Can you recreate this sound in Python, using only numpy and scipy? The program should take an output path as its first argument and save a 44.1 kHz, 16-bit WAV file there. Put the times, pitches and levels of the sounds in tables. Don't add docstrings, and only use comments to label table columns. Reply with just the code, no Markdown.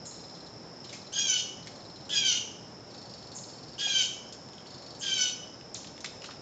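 import sys
import numpy as np
from scipy import signal
from scipy.fft import rfft, irfft, next_fast_len
from scipy.io import wavfile

SR = 44100
rng = np.random.default_rng(int(sys.argv[2]) if len(sys.argv) > 2 else 0)


def invert_db(level):
    return 10 ** (np.asarray(level, dtype=float) / 20)


def to_wav(s):
    ch = np.atleast_2d(s).T
    pcm = np.round(np.clip(ch, -1, 1) * 32767)
    wavfile.write(sys.argv[1], SR, pcm.astype(np.int16))


N = 282681


def columns(rows, t):
    s, *values = np.transpose(rows)
    return [np.interp(t, s, v) for v in values]


def at_hz(points, hz):
    point_hz, point_db = np.array(points).T
    return np.interp(np.log(hz + 1), np.log(point_hz), point_db)


def coloured(x, points):
    size = next_fast_len(len(x))
    gain = invert_db(at_hz(points, np.fft.rfftfreq(size, 1 / SR)))
    return irfft(rfft(x, size) * gain, size)[:len(x)]


def rms_one(x):
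    return x / np.sqrt(np.mean(x ** 2) + 1e-20)


def drift(rate_hz, size):
    r = np.exp(-2 * np.pi * rate_hz / SR)
    noise = rng.standard_normal(size + 8000)
    return rms_one(signal.lfilter([1], [1, -2 * r, r * r], noise)[8000:])


def ring(x, hz, width_hz):
    r = np.exp(-np.pi * width_hz / SR)
    poles = [1, -2 * r * np.cos(2 * np.pi * hz / SR), r * r]
    return signal.lfilter([(1 - r * r) / 2, 0, (r * r - 1) / 2], poles, x)


def add(out, s, x):
    i = round(s * SR)
    out[i:i + len(x)] += x[:N - i]


def scream(rows):
    # (frequency [Hz], level [dB])
    throat = [(900, -74), (1330, -27.5), (1500, -13.5), (1900, -26.5), (2350, -9.5), (3150, -2.5),
              (3550, -11.5), (3750, -12), (4000, -13.5), (4800, -12.5), (6200, -4.5), (7600, -22)]
    t = np.arange(rows[0][0], rows[-1][0], 1 / SR)
    half_hz, level_db, upper_db = columns(rows, t)
    age, left = t - t[0], t[-1] - t

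    doubling_db = -2.5 - 17 * np.clip(1 - (age - .049) / .051, 0, 1)
    flutter = .1 + .8 * np.exp(-age / .06) + .45 * np.exp(-left / .04)
    breath_db = -12.5 + 8 * np.exp(-age / .02) + 7 * np.exp(-left / .03)

    half_hz = half_hz * (1 - 0.1967 * np.exp(-age / 0.0073))
    waver = .007 * drift(35, len(t)) + (.007 + .008 * flutter) * drift(400, len(t))
    phase = 2 * np.pi * np.cumsum(half_hz * (1 + waver)) / SR
    flap = phase / 3 + 1.1 * drift(70, len(t))
    low_fade_db = -14 * np.exp(-left / .03)

    voice = np.zeros(len(t))
    for k in range(2, 11):
        upper = np.clip((k * half_hz - 4600) / 900, 0, 1)
        patches_db = (2.6 + .25 * k) * drift(65, len(t))
        partial = invert_db(upper * upper_db + k % 2 * doubling_db + patches_db + (k < 4) * low_fade_db)
        strand = flutter * (1 if k < 5 else .45)
        for side, share in (-1, .6 * strand), (0, 1), (1, 1.35 * strand):
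            gain = share * partial * invert_db(at_hz(throat, (k + side / 3) * half_hz))
            voice += gain * np.sin(k * phase + side * flap + k * k)

    breath = rng.standard_normal(len(t)) * (1 + 0.6 * np.cos(2 * phase))
    breath_curve = [(1000, -29.5), (2100, -11.0), (3100, 0), (4200, 0.0), (6300, -1), (7800, -7.0)]
    breath = rms_one(coloured(breath, breath_curve))
    edges = np.minimum(1, np.minimum(age, left) / 0.00077)
    return invert_db(level_db) * edges * (voice + invert_db(breath_db) * breath)


def jay():
    # (time [s], half pitch [Hz], level [dB], beak opening as upper throat band [dB])
    screams = [
        [(1.121, 798, -45.5, 4.5), (1.15, 809, -32.5, -0.5), (1.19, 814.6, -26, 6), (1.235, 811, -34, 1),
         (1.3, 765, -29.5, 4.5), (1.37, 734, -28.5, -10.5), (1.41, 734.5, -31, -0.5)],
        [(2.092, 849, -41, -1), (2.122, 851, -29, -4), (2.158, 823.5, -22.5, 0), (2.195, 816.5, -29.5, 0.5),
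         (2.23, 784, -29.5, -18), (2.265, 778, -24, -2), (2.33, 713, -27.5, -1.5), (2.38, 726, -31, -14)],
        [(3.779, 825, -48, 1), (3.8, 828, -27, -10.5), (3.86, 819, -28.5, -8), (3.95, 788.7, -27.5, -6),
         (3.995, 773.6, -24.5, -5.5), (4.025, 740.6, -28.5, 1), (4.06, 738.5, -34, -0.5)],
        [(5.008, 797, -52, -1), (5.035, 808.5, -28.5, -8.5), (5.1, 783.7, -28.5, -6), (5.16, 767, -31, -5),
         (5.215, 751.5, -27.5, 2), (5.265, 741, -30, -9.5), (5.3, 754.5, -30.5, -17)],
    ]
    out = np.zeros(N)
    for rows in screams:
        add(out, rows[0][0], scream(rows))
    return out


def snaps():
    # (time [s], peak [dB], ring [Hz], brightness [dB], t60 [s])
    twig_ticks = [(0.3714, -35, 4260, -18, 0.018), (0.5894, -46, 1620, -21, 0.018),
                  (1.6634, -32, 2060, -39, 0.018), (1.6705, -23.5, 2200, -40, 0.05),
                  (3.2114, -38.5, 4600, -8, 0.014), (4.3824, -51, 3110, -13, 0.018),
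                  (4.4873, -28.5, 1640, -14, 0.011), (4.5331, -32, 3320, -13, 0.018),
                  (4.5814, -33, 3230, -16, 0.018), (4.604, -35, 2830, -19, 0.022),
                  (5.6106, -32.5, 3010, -20, 0.019), (5.8326, -36, 4500, -7, 0.02),
                  (5.8448, -26.5, 3200, -14, 0.024), (5.9644, -36, 3660, -16, 0.02),
                  (5.979, -28.5, 2260, -4, 0.02), (6.219, -28, 2780, -18, 0.033)]
    # (time [s], peak [dB], ring [Hz], brightness [dB], t60 [s])
    twig_snaps = [(4.3226, -36, 3600, 21, 0.075), (5.747, -25.5, 4180, -20, 0.1),
                  (5.8025, -38, 3280, -11, 0.05), (5.87, -28.5, 3580, -5, 0.03),
                  (6.0044, -40, 4020, 24, 0.051), (6.0436, -15, 2210, -19, 0.045),
                  (6.0597, -17.5, 3690, -28, 0.014), (6.1074, -49, 3590, -11, 0.053),
                  (6.2403, -24.5, 2640, -16, 0.054), (6.2565, -30, 4330, -5, 0.07),
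                  (6.3068, -32, 3840, -15, 0.066)]
    # (time [s], peak [dB], ring [Hz], brightness [dB], t60 [s])
    wing_beats = [(0.842, -32, 4110, -29, 0.1), (0.8873, -31, 3640, -16.5, 0.14),
                  (0.9244, -25, 2390, 3, 0.14), (2.897, -45, 3800, -18, 0.19),
                  (2.946, -36, 4160, -19, 0.043), (4.6602, -38.5, 3340, -24.5, 0.052),
                  (4.702, -44, 3320, -9, 0.053)]
    # (time [s], rms level [dB], ring [Hz], t60 [s])
    knocks = [(3.868, -38, 740, .045), (6.045, -39, 1080, .03), (6.241, -43, 1400, .06),
              (6.289, -42, 1180, .07), (6.309, -44, 1400, .08)]
    out, t = np.zeros(N), np.arange(round(.15 * SR)) / SR
    bursts = [*twig_ticks, *twig_snaps, *wing_beats]
    cracks = rng.standard_normal((len(bursts) + len(knocks), len(t)))
    for (s, peak_db, hz, bright_db, t60), crack in zip(bursts, cracks):
        onset = np.minimum(1, t / (.4 * t60 ** 2 + 1e-4))
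        burst = crack * invert_db(-60 * t / max(t60, .005)) * onset
        dull = ring(burst, hz, 530) * 1.63 + ring(ring(burst, 2900, 5000), 3300, 6000)
        bright = ring(ring(burst, 6800, 2200), 3900, 2800)
        add(out, s, invert_db(peak_db - 7.5) * (dull + invert_db(bright_db - 5.5) * bright))
    for (s, peak_db, hz, t60), crack in zip(knocks, cracks[::-1]):
        add(out, s, invert_db(peak_db - 60 * t / t60) * rms_one(ring(crack, hz, 200)))
    return out


def chips():
    # (time [s], peak [dB], start [Hz], end [Hz], length [s])
    calls = [
        (0.04, -30.5, 7900, 6300, .008),
        (3.336, -28.5, 8000, 6000, 0.008),
        (4.982, -30, 8200, 5900, 0.0087),
        (6.5, -40.5, 9800, 8600, 0.0037),
        (5.744, -29.5, 7800, 5200, 0.0039),
    ]
    shadow_db = [-40, -40, -40, 0, 0]
    sung, direct = np.zeros((2, N))
    for (s, peak_db, start_hz, end_hz, length), hidden_db in zip(calls, shadow_db):
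        part = np.arange(0, 1, 1 / (length * SR))
        phase = 2 * np.pi * np.cumsum(start_hz + (end_hz - start_hz) * part) / SR
        chip = invert_db(peak_db) * np.sin(np.pi * part) ** 0.17 * np.sin(phase)
        add(sung, s, chip)
        add(direct, s, invert_db(hidden_db) * chip)
    return sung, direct


def rattle_notes():
    # (time [s], first gap [s], peak [dB], pitch [Hz])
    runs = [(0.0554, .054, -47, 4150), (0.148, .044, -47, 4050), (0.2943, .055, -48, 4100),
            (0.9682, .049, -46.5, 4100), (1.628, .0418, -48, 4300), (1.958, .047, -47, 4200),
            (2.9068, .0352, -45, 4450), (3.384, .054, -44, 4500), (3.535, .0475, -45, 4450),
            (4.6686, .0362, -44, 4420)]
    counts = [2, 3, 4, 3, 7, 3, 11, 3, 5, 8]
    notes = []
    for (s, gap, db, hz), count in zip(runs, counts):
        for k in range(count):
            slowing = .0013 * k * (k - 1) / 2
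            notes.append((s + k * gap + slowing, db, hz))
    spread_db, spread_hz = 1.5, 70
    return np.array(notes) + rng.standard_normal((len(notes), 3)) * [0, spread_db, spread_hz]


def rattle():
    out, t = np.zeros(N), np.arange(round(.04 * SR)) / SR
    notes = rattle_notes()
    husk = rng.standard_normal((len(notes), 2, len(t)))
    shape = (t / .004) ** 2 * np.exp(2 - t / .002)
    shape = shape + .5 * (t / 0.0067) * np.exp(1 - t / 0.0069)
    for (s, peak_db, hz), (body, hiss) in zip(notes, husk):
        sag = np.sin(2 * np.pi * np.cumsum(hz * (1.06 - 9 * t)) / SR)
        whistle = sag * (1 + 0.55 * rms_one(ring(body, 240, 480)))
        husky = 0.36 * rms_one(ring(ring(body, 3900, 1700), 4600, 2200))
        puff = invert_db(-11) * rms_one(ring(ring(hiss, 6800, 2000), 6800, 2400))
        add(out, s - .002, invert_db(peak_db - 5.5) * shape * (whistle + husky + puff))
    return out


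def garden(x, rise_s):
    # (center [Hz], width [Hz], level [dB], t60 [s])
    bands = [(1420, 1600, -6.5, 0.63), (2830, 1900, -2, 0.62), (3640, 4000, 4.5, 0.29),
             (6200, 3700, 4, 0.58)]
    t = np.arange(SR) / SR
    tail = np.zeros(SR)
    for hz, width_hz, db, t60 in bands:
        grains = ring(ring(rng.standard_normal(SR), hz, width_hz), hz, width_hz)
        tail += rms_one(grains) * invert_db(db - 60 * t / t60)
    tail = tail * np.clip((t - .003) / rise_s, 0, 1)
    return signal.fftconvolve(x, tail / np.sqrt(np.sum(tail ** 2)))[:N]


def insects(level_db):
    out, t = np.zeros(N), np.arange(N) / SR
    for hz, per_s in zip(np.linspace(5080, 5440, 12), rng.uniform(95, 135, 12)):
        pulses = (1 + np.cos(2 * np.pi * per_s * t + hz)) ** 1.8
        out += ring(ring(pulses * rng.standard_normal(N), hz, 320), hz, 400)
    return invert_db(level_db + 0.91 * drift(0.97, N)) * rms_one(out)


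def suburb(level_db):
    # (frequency [Hz], spectral density [dB per Hz])
    spectrum = [(18, -62), (30, -27.5), (65, -15), (124, -3), (404, -8), (546, -8.5), (599, -8), (673, -11),
                (738, -10), (1170, -17), (2360, -26), (3420, -28), (3840, -26), (5310, -13), (7700, -31.5),
                (10000, -104), (16900, -120)]
    air = [(hz, db) for hz, db in spectrum if not 4600 < hz < 5900]
    return invert_db(level_db + 0.31 * drift(3.3, N)) * rms_one(coloured(rng.standard_normal(N), air))


def scene():
    loud, twigs, (small, small_direct), far = jay(), snaps(), chips(), rattle()
    echo = garden(invert_db(-6.3) * loud + invert_db(-7.5) * far + invert_db(-8.0) * twigs, rise_s=0.0015)
    echo = echo + garden(invert_db(-7) * small, rise_s=.02)
    direct = invert_db(.3) * loud + far + small_direct + twigs
    return (direct + echo + insects(level_db=-52) + suburb(level_db=-48))[None]


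def roll_off(x):
    return signal.sosfilt(signal.butter(12, 9070, fs=SR, output="sos"), x)


def record(dry):
    # (frequency [Hz], level [dB])
    passband = [(7000, -0.5), (7500, 0.5), (7750, -10), (7900, -42.5), (7990, -62.5)]
    # (frequency [Hz], level [dB])
    mirror = [(8010, 10.5), (8400, -13), (8800, -25), (9100, -44), (9180, -60)]
    rate_hz = 16000
    band = coloured(dry[0], passband)
    image = 2 * band * np.cos(2 * np.pi * rate_hz * np.arange(N) / SR)
    image = coloured(image, [(7000, -200), *mirror, (12000, -200)])
    return roll_off((band + image)[None])


dry = scene()
out = record(dry)
to_wav(out)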